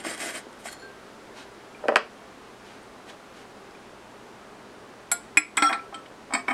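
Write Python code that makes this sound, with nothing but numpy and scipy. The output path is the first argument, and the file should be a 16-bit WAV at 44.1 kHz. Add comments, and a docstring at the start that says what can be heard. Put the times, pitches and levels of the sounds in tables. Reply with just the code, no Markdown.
"""A glass rod is lowered by hand into a glass bowl, close to the microphone in a quiet kitchen. It clinks
and drags on the wall: ringing modes driven by blows and grit. The grip tightens as the rod goes deeper,
so its ring sinks in pitch. Before that, palms twist the bowl onto a pot in gritty skin noise and damped
glass modes, a metal stand rattles, and the rod rolls and knocks on the counter in short dull modes.
Behind: sleeve rustle, small ticks, air hiss, an appliance drone, mains hum and the kitchen's echoes."""
import sys
import numpy as np
from scipy import signal
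from scipy.io import wavfile
from scipy.ndimage import uniform_filter1d

SR = 44100
rng = np.random.default_rng(int(sys.argv[2]) if len(sys.argv) > 2 else 0)


def unload_wav(signal):
    """Save mono or channel-first audio to the path in sys.argv[1] as 16-bit WAV at rate SR, clipped to [-1, 1]."""
    wavfile.write(
        sys.argv[1],
        SR,
        np.round(np.clip(np.atleast_2d(signal).T, -1, 1) * 32767).astype(np.int16),
    )


def level_to_linear(level):
    """Convert decibel levels to linear amplitude factors, elementwise."""
    exponent = np.asarray(level, float) / 20
    return 10 ** exponent


N = 287973  # samples
START = 5 * SR  # samples; the bowl and rod modes ring only from here

# clinks of rod on bowl: start_s, rod_db, then bowl_db at each of the three tones
CLINKS = [(5.1153, -28.5, -25, -22.5, -15.5), (5.1225, -49, -41, -45, -30),
          (5.371, -29.5, -28.5, -5.5, -15.5), (5.3773, -24.5, -51, -47, -35), (5.57, -46, -50, -41, -16.5),
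          (5.5739, -32, -23.5, -9.5, -55), (5.622, -16, -20, -11.5, -26),
          (5.7276, -30.5, -32, -13.5, -38.5), (5.9255, -75, -29.5, -48, -81), (5.943, -43, -56, -34, -42),
          (6.058, -57, -53, -43, -66), (6.306, -48, -28.5, -44, -64), (6.324, -60, -25.5, -33, -52),
          (6.336, -28, -27.5, -19.5, -22.5), (6.349, -31.5, -22.5, -16, -36),
          (6.4819, -31.5, -24, -17.5, -62), (6.509, -29, -31, -21, -63)]
# the three tones at which the colour of a clink is given: tone_hz
TONES_HZ = [800, 2280, 7900]
# rod dragging on the wall: start_s, hold_s, rod_db, low_modes_db, high_modes_db
DRAGS = [(5.574, 0.011, -29, -29.5, -35), (5.627, 0.034, -49, -23, -29.5),
         (5.689, 0.056, -33.5, -22.5, -48), (5.936, 0.064, -47.5, -48, -70),
         (6.344, 0.054, -39.5, -34.5, -42), (6.481, .06, -35, -24.5, -51)]
# how a drag's level moves: rise, sag while held, fall [all dB a second]
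DRAG_SLOPES = (2800, 166, 800)
# when the rod tip passes rim, shoulder, belly and neck: time_s
PLACES_S = [5.12, 5.37, 5.65, 6.34]
# pitches of the bowl's modes: pitch_hz
BOWL_HZ = [700, 812, 1090, 1635, 1812, 2078, 2255, 2440, 2700, 3740, 4085, 4400, 4660, 5212, 7200, 7526,
           7650, 7775, 7935, 8180, 8825, 9085, 9465, 9980, 10348, 10740, 11140, 11840, 12300, 13520]
# the bowl's modes, one row per pitch: t60_s, then level_db when touched at rim, shoulder, belly, neck
BOWL_MODES = [(0.13, -7, -6, -13, -8.5), (0.079, -2.5, 2.5, -1, -2.5), (0.016, 4, 8, 7, 9),
              (0.092, -10, -10, -8.5, -11.5), (0.019, -13, -16, 1.5, 3.5), (0.033, 1, 4.5, -0.5, -9),
              (0.033, 3, 3.5, -6.5, 4), (0.029, -26, 7, -6, -4.5), (0.022, -9, -4.5, -13, -14),
              (0.019, -38, -36, -4.5, -10), (.1, -15, -21, -9.5, -27), (0.056, -11, -23, -6.5, -10),
              (0.035, -35, -41, -10, -6), (0.035, -10, -7, -8, -5), (0.033, -3, -6, -12, -5),
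              (0.053, 1.5, -3, -12, -1), (0.1, -4, -20, -22, -14), (0.071, -2, 4, -1.5, -2.5),
              (0.078, -11, -5, -18, -16), (0.026, -7, -7, 2.5, 6.5), (0.09, 3, -9, -4, -10),
              (0.082, -18, -15, -32, -19), (0.066, -31, -8, -40, -28), (0.058, -30, -7, -28, -35),
              (0.08, -19, 0, -26, -29), (0.068, -20, -11, -22, -27), (0.075, 4, -4, -12, -24),
              (0.066, -3, -24, -22, -25), (0.068, -14, -16, -22, -28), (.04, -15, -26, -24, -26)]


def bowl():
    """Clinks and drags drive the bowl's modes by their colour and by the place they touch."""
    # the bowl is not quite round: each mode has a close, fainter twin that rings longer
    twin_ratio, twin_db, twin_lasts = 1.003, -23, 3.6
    start_s, _, *tones_db = np.transpose(CLINKS)
    drag_s, hold_s, _, low_db, high_db = np.transpose(DRAGS)
    t = np.arange(START, N) / SR
    catches = grit(2500, 2.5)
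    low = (catches * strokes(drag_s, hold_s, low_db, DRAG_SLOPES))[START:]
    high = (catches * strokes(drag_s, hold_s, high_db, DRAG_SLOPES))[START:]
    out = np.zeros(N)
    for hz, (t60, *place_db) in zip(BOWL_HZ, BOWL_MODES):
        blow_db = [read(list(zip(TONES_HZ, clink_db)), hz) for clink_db in np.transpose(tones_db)]
        drag = low if hz < 3000 else high
        drive = blows(start_s, blow_db)[START:] + drag
        answer = level_to_linear(np.interp(t, PLACES_S, place_db))
        drive = bloom(drive * answer, hz, 0.0018)
        out[START:] += ring(drive, hz, t60)
        out[START:] += level_to_linear(twin_db) * ring(drive, hz * twin_ratio, t60 * twin_lasts)
    # the bare catches of a drag, heard beside the ring
    out[START:] += level_to_linear(12.5) * np.diff(high + level_to_linear(-11) * low, prepend=0)
    return out + cracks(start_s, tones_db[1], tones_db[2])


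def cracks(start_s, middle_db, treble_db):
    """The bare tick of glass on glass under the ring: a noise burst, its dull and bright parts apart."""
    age_s = np.arange(800) / SR
    tick = rng.standard_normal(800) * level_to_linear(-60 * age_s / 0.014)
    dull = signal.sosfilt(signal.butter(4, 3200, fs=SR, output="sos"), tick)
    bright = tick - dull
    out = level_to_linear(2) * signal.oaconvolve(blows(start_s, middle_db), dull)
    out = out + level_to_linear(-1) * signal.oaconvolve(blows(start_s, treble_db), bright)
    return out[:N]


# the held rod's modes before any shift, the lowest being the air in the bowl: pitch_hz
ROD_HZ = [296, 1348, 3322, 5592, 8580]
# the rod's modes, one row per pitch: t60_s, then level_db at the four places, share of the pitch shift
ROD_MODES = [(0.2, -30, 0, -0.5, 7, 1.62), (0.17, 4, -1, 0.5, 1, 1.05), (0.069, -29, -5, -7, -9, 0.74),
             (0.013, 3, -4, -6, -8, 0.415), (0.051, -12, -9, -10.5, -8, 0.57)]
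# pitch shift as hand and rod go down: time_s, shift [fraction of the pitch, at a share of 1]
GRIP = [(5.12, .05), (5.38, .022), (5.58, .003), (5.7, -.003), (5.95, -.02), (6.33, -.067), (6.5, -.08)]
# the rod singing on the wall: start_s, hold_s, level_db of the second mode, overtones_db of those above
SINGING = [(5.586, 0.038, -27.5, -47), (5.648, 0.042, -17.5, -25.5), (5.737, .14, -36.5, -56)]
# how the song's level moves: rise, sag while held, fall [all dB a second]
SING_SLOPES = (1360, 117, 3000)


def rod():
    """The rod rings at the pitch its grip allows; sticking and slipping on the wall, it sings there too."""
    start_s, rod_db = np.transpose(CLINKS)[:2]
    t = np.arange(START, N) / SR
    drags = grit(2700, 3.3) * strokes(*np.transpose(DRAGS)[:3], DRAG_SLOPES)
    drive = (blows(start_s, rod_db) + drags)[START:]
    shift = np.interp(t, *np.transpose(GRIP))
    sing_s, hold_s, song_db, overtones_db = np.transpose(SINGING)
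    song = strokes(sing_s, hold_s, song_db, SING_SLOPES)[START:]
    overtones = strokes(sing_s, hold_s, overtones_db, SING_SLOPES)[START:]
    out = np.zeros(N)
    for k, (hz, (t60, *place_db, share)) in enumerate(zip(ROD_HZ, ROD_MODES)):
        answer = level_to_linear(np.interp(t, PLACES_S, place_db))
        pitch_hz = hz * (1 + share * shift)
        out[START:] += ring(bloom(drive * answer, hz, 0.00146), pitch_hz, t60)
        if k == 0:  # the air in the bowl does not sing
            continue
        # contact wavers, most in the overtones
        flutter_db = (1.4 + 1.2 * k) * evened(uniform_filter1d(rng.standard_normal(len(t)), 450))
        level = answer * level_to_linear(flutter_db) * (overtones if k > 1 else song)
        out[START:] += level * np.sin(2 * np.pi * np.cumsum(pitch_hz) / SR)
    return out


# counter and plastic lid, dull and short: pitch_hz, level_db, t60_s
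COUNTER_MODES = [(400, -43, 0.044), (510, 1.5, 0.032), (602, 13.5, 0.021), (703, 11.5, 0.012),
                 (865, -3.5, 0.012), (1020, 6.5, 0.017), (1300, 7.5, 0.017), (1550, -14, 0.022),
                 (1706, 8.5, 0.0074), (1895, 6.5, 0.0099), (2240, 8.5, 0.0042), (2505, -1, 0.0073),
                 (2770, -32, .02), (4780, -11, 0.0024), (8040, -24.5, 0.0031), (10200, -24.5, 0.0019)]
# knocks on the counter: start_s, level_db, tilt_db [an octave]
KNOCKS = [(1.841, -25, -16), (1.854, -19, -13.5), (1.8835, -26, 5), (1.884, -7, -13.5),
          (1.888, -11.5, -3.5), (1.893, -19, -7.5), (1.918, -22, -22), (1.939, -25, -4.5), (1.9578, -20, 2),
          (1.9587, -19, 7), (1.963, -6, -17), (1.9683, -35, 9)]
# rod rolling against the lid: start_s, hold_s, level_db
ROLLS = [(1.842, .005, -28), (1.895, 0.0067, -24), (1.93, 0.032, -30)]
# how a roll's level moves: rise, sag while held, fall [all dB a second]
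ROLL_SLOPES = (1300, 30, 570)


def counter():
    """The rod rolls against the lid with a bumpy rumble and knocks the counter: grit and blows on modes."""
    rolling = grit(186, 6.4) * strokes(*np.transpose(ROLLS), ROLL_SLOPES)
    return struck(COUNTER_MODES, KNOCKS, rolling, -5)


# palms twisting the bowl: start_s, hold_s, level_db, tilt_db [an octave]
TWIST = [(0.0, 0.0046, -35, -5.5), (0.057, 0.084, -27.5, -4), (0.179, .004, -41, -1.5),
         (0.206, 0.1, -27, -2.5), (0.346, 0.037, -29, -3), (0.6, 0.016, -50, 2), (0.662, 0.02, -32, -3),
         (0.724, 0.0026, -38.5, 1.6)]
# how a twist's level moves: rise, sag while held, fall [all dB a second]
TWIST_SLOPES = (740, 28, 770)
# colour of skin on glass: freq_hz, level_db [per Hz, relative]
SKIN = [(88, -56), (150, -23), (193, -5), (334, -2.5), (391, 1), (484, -14), (730, -4.5), (923, -21),
        (1760, 1), (4240, -8), (8730, -6.5), (14200, -3), (16000, -70)]
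# glass damped under the palms: pitch_hz, width_hz [a wider mode dies sooner], level_db
SKIN_RING = [(700, 146, -16.5), (1152, 68, -17), (1470, 27, -21), (2038, 74, -12.5), (3280, 81, -16.5),
             (5230, 160, -20.5), (7650, 260, -14.5), (8660, 390, -11.5), (8840, 120, -19.5),
             (9240, 120, -42)]


def palms():
    """Skin slips on glass in gritty noise and sets the damped bowl singing."""
    start_s, hold_s, level_db, tilt_db = np.transpose(TWIST)
    middle_s = start_s + hold_s / 2

    def skin_db(hz, t):
        return read(SKIN, hz) + np.interp(t, middle_s, tilt_db) * np.log2(hz / 3000 + 0.026)

    skin = noise(skin_db, 2.0, size=256)
    slips = level_to_linear(1.3 * evened(uniform_filter1d(rng.standard_normal(N), 150)))
    rough = rng.standard_normal(N) * slips
    sung = sum(level_to_linear(db) * evened(ring(rough, hz, 4.0 / width)) for hz, width, db in SKIN_RING)
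    return strokes(start_s, hold_s, level_db, TWIST_SLOPES) * evened(skin * slips + sung)


# small slips and grabs of the palms: start_s, level_db, tilt_db [an octave]
SLIPS = [(.031, -42, -3), (.039, -40, 0), (.048, -19, -5.5), (.148, -37, 1), (.178, -37.5, 1),
         (.529, -49, 1), (.655, -20, -20), (.728, -34.5, -3.5)]


def grabs():
    """A sudden slip of skin knocks the damped bowl, ringing its modes once."""
    modes = [(hz, db + 15, 2.0 / width) for hz, width, db in SKIN_RING]
    return struck(modes, SLIPS)


# metal stand: pitch_hz, level_db, t60_s
STAND_MODES = [(1580, -2.5, 0.71), (4300, -1.5, 0.076), (7170, -22, 0.15), (10300, -28, .1)]
# its rattles: start_s, level_db, tilt_db [an octave]
PINGS = [(0.685, -47, 8), (.696, -57, 12), (0.715, -66, 8), (.727, -56, 14), (0.797, -65, 15.5),
         (0.821, -38.5, 0), (0.847, -48, -5)]


def stand():
    """The metal stand rattles: light blows on a few long modes."""
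    return struck(STAND_MODES, PINGS)


# short ticks of fingers, rod and lid: start_s, level_db, pitch_hz, t60_s
TICKS = [(0.468, -23, 400, 0.01), (.685, -31.5, 1530, 0.04), (1.748, -37, 2370, 0.064),
         (1.9588, -9, 2850, 0.005), (2.83, -50, 8820, .08), (3.099, -32, 3400, 0.011),
         (3.38, -52, 3300, .015), (3.71, -39, 5000, .005), (3.75, -43, 2390, 0.076),
         (5.794, -34.5, 2385, 0.072), (5.944, -30.5, 3150, 0.054), (6.062, -39, 2990, .02)]


def ticks():
    """Each tick is one push on one short mode."""
    return sum(ring(blows([s], [db]), hz, t60) for s, db, hz, t60 in TICKS)


# sleeve rustling: start_s, hold_s, level_db
RUSTLE = [(1.374, 0.051, -43.5), (2.658, 0.11, -50.5), (3.097, .004, -41.5), (3.366, 0.051, -49.5)]
# how a rustle's level moves: rise, sag while held, fall [all dB a second]
RUSTLE_SLOPES = (460, 31, 470)
# colour of cloth: freq_hz, level_db [per Hz, relative]
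CLOTH = [(300, -8), (1500, 0.5), (3000, -1.5), (8000, -13.5), (12000, -17), (16000, -34)]


def sleeve():
    """Cloth only hisses: coloured noise let through in short strokes."""
    cloth = noise(lambda hz, t: read(CLOTH, hz) + 0 * t, 0.31, size=256)
    return strokes(*np.transpose(RUSTLE), RUSTLE_SLOPES) * cloth


# colour of the room tone before the hiss: freq_hz, level_db [per Hz, relative]
AIR = [(12, -50), (20, -39), (53, -16), (91, -12.5), (113, -11), (193, -7.5), (222, 0), (434, -2),
       (574, -2.5), (949, -5), (1530, -9), (1810, -12), (2390, -16), (9400, -32), (16000, -49.5)]


def room_air():
    """Steady air noise, with a treble hiss that fades slowly against the rest."""
    def air_db(hz, t):
        hiss_db = 8.5 - 0.35 * t  # reached only well above 2500 Hz
        return read(AIR, hz) + hiss_db * hz / (hz + 2500)

    return level_to_linear(-47.5) * noise(air_db, 0.6, size=2048)


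# appliance drone: pitch_hz, level_db [rms], width_hz
DRONE = [(54.4, -70, 5.9), (208.2, -60, 23), (400, -56.5, 31)]


def appliance():
    """A wavering drone: noise through a few narrow resonances."""
    return sum(level_to_linear(db) * evened(ring(rng.standard_normal(N), hz, 2.24 / width)) for hz, db, width in DRONE)


# steady electric hum, a single row: pitch_hz, level_db [peak]
MAINS = (120, -64)


def mains_hum():
    """Steady electric hum: one sine."""
    hz, level_db = MAINS
    return level_to_linear(level_db) * np.sin(2 * np.pi * hz * np.arange(N) / SR)


# near echoes off counter and tiles: delay_s, level_db [relative to the direct sound]
ECHOES = [(.0013, -13), (.0032, -12), (.0062, -15), (.0078, -12), (0.009, -15), (0.0129, -32)]
# how fast the kitchen dies away: freq_hz, t60_s
KITCHEN_DECAY = [(300, 0.26), (1500, 0.2), (5000, 0.24), (12000, 0.028)]


def kitchen(x):
    """A few near echoes, then sparse taps of random sign, each band dying at its own speed."""
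    taps = np.zeros(SR // 2)
    at = np.arange(300, len(taps) - 20, 20)
    taps[at + rng.integers(0, 20, len(at))] = rng.choice([-1., 1.], len(at))
    hz, t, z = signal.stft(taps, SR, nperseg=256)
    decay_db = -60 * t / read(KITCHEN_DECAY, hz)[:, None]
    tail = signal.istft(z * level_to_linear(decay_db), SR, nperseg=256)[1]
    tail *= level_to_linear(-12) / np.linalg.norm(tail)
    tail[0] += 1  # the direct sound
    for delay_s, db in ECHOES:
        tail[round(delay_s * SR)] += level_to_linear(db)
    return signal.oaconvolve(x, tail)[:N]


def evened(x):
    """Scales to rms 1."""
    return x / np.sqrt(np.mean(x ** 2) + 1e-20)


def read(points, hz):
    """Looks a value up on a log-frequency axis."""
    f, value = np.transpose(points)
    return np.interp(np.log(hz + 1), np.log(f + 1), value)


def blows(s, db):
    """Single pushes at given times."""
    out = np.zeros(N)
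    np.add.at(out, np.round(np.asarray(s) * SR).astype(int), level_to_linear(np.asarray(db)))
    return out


def ring(drive, hz, t60):
    """A dying mode, fixed or gliding: a push of 1 rings at height 1."""
    r = np.exp(-np.log(1000) / (max(t60, .002) * SR))
    if np.ndim(hz) == 0:
        w = 2 * np.pi * hz / SR
        return signal.lfilter([0, np.sin(w)], [1, -2 * r * np.cos(w), r * r], drive)
    turn = np.exp(2j * np.pi * np.cumsum(hz) / SR)
    return (turn * signal.lfilter([1], [1, -r], drive / turn)).imag


def bloom(drive, hz, rise_s):
    """A contact is not instant: the push builds the mode up over a short while."""
    t = np.arange(max(round(rise_s * SR), 3)) / SR
    window = np.hanning(len(t) + 2)[1:-1]
    push = 2 * window * np.cos(2 * np.pi * hz * t) / window.sum()
    return np.convolve(drive, push)[:len(drive)]


def struck(modes, hits, extra=0, extra_tilt_db=0):
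    """Hits with a tilt, and any rubbing, ring one table of modes; a contact lasts about two cycles."""
    s, db, tilt_db = np.transpose(hits)
    out = np.zeros(N)
    for hz, mode_db, t60 in modes:
        octaves = np.log2(hz / modes[0][0])  # above the first mode
        drive = blows(s, db + tilt_db * octaves) + extra * level_to_linear(extra_tilt_db * octaves)
        out += level_to_linear(mode_db) * ring(bloom(drive, hz, 2.3 / hz), hz, t60)
    return out


def grit(per_s, spread_db):
    """Tiny random catches of uneven size, scaled to ring a glass mode at about rms 1."""
    size = level_to_linear(spread_db * np.minimum(rng.exponential(1, N), 4)) * rng.choice([-1., 1.], N)
    return evened(size * (rng.random(N) < per_s / SR)) / 16


def strokes(s, hold_s, db, slopes):
    """Gain of rubbing strokes: each rises, sags while held and falls away, at steady rates in dB."""
    rise, sag, fall = np.abs(slopes)
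    out, t = np.zeros(N), np.arange(-SR // 4, SR // 2) / SR
    for start, hold, top_db in zip(s, np.abs(hold_s), db):
        at = round(start * SR) - SR // 4 + np.arange(len(t))
        inside = (at >= 0) & (at < N)
        lost_db = rise * np.maximum(-t, 0) + sag * np.clip(t, 0, hold) + fall * np.maximum(t - hold, 0)
        out[at[inside]] += level_to_linear(top_db - lost_db)[inside]
    return out


def noise(shape_db, patchy_db, size=512):
    """Random short-time spectra; shape_db(hz, s) gives the colour, drifting patches roughen it."""
    hop = size // 4
    frames, hz = N // hop + 5, np.fft.rfftfreq(size, 1 / SR)
    a, b, patches = rng.standard_normal((frames, len(hz), 3)).T
    patches = evened(uniform_filter1d(uniform_filter1d(patches, 8, 0), 12, 1))
    colour_db = shape_db(hz[:, None], np.arange(frames) * hop / SR)
    z = (a + 1j * b) * level_to_linear(colour_db + patchy_db * patches)
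    return evened(signal.istft(z, nperseg=size, noverlap=size - hop)[1][:N])


# small things radiate no bass and the microphone dulls the top: low_hz, high_hz
RADIATE_HZ = [230, 9860]


def scene():
    """Everything near the microphone sounds into the kitchen; the thin rod is heard mostly straight."""
    radiate = signal.butter(3, RADIATE_HZ, "band", fs=SR, output="sos")
    near = bowl() + counter() + palms() + grabs() + stand() + ticks() + sleeve()
    near, held = signal.sosfilt(radiate, [near, rod()])
    in_kitchen = level_to_linear(-3.5) * kitchen(near + level_to_linear(-16.5) * held)
    background = room_air() + appliance() + mains_hum()
    return (in_kitchen + held + background)[None]


def low_pass(x):
    """Removes everything above the highest recorded frequency."""
    return signal.sosfilt(signal.butter(12, 16310, fs=SR, output="sos"), x)


def record(dry):
    """Gain control at the microphone ducks after loud sounds and recovers; peaks are clipped."""
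    power_db = 10 * np.log10(abs(uniform_filter1d(dry[0] ** 2, 400)) + 1e-12)
    fall_db = np.arange(N) * 53.0 / SR  # the held level falls 53 dB a second
    held_db = np.maximum.accumulate(power_db + fall_db) - fall_db
    over_db = np.maximum(held_db + 18.0, 0)  # above -18 dB
    late_db = signal.lfilter([.002], [1, -.998], over_db)  # the gain follows about 11 ms late
    mix = np.clip(dry / level_to_linear(0.56 * late_db), -.97, .97)
    return low_pass(mix)


dry = scene()
out = record(dry)
unload_wav(out)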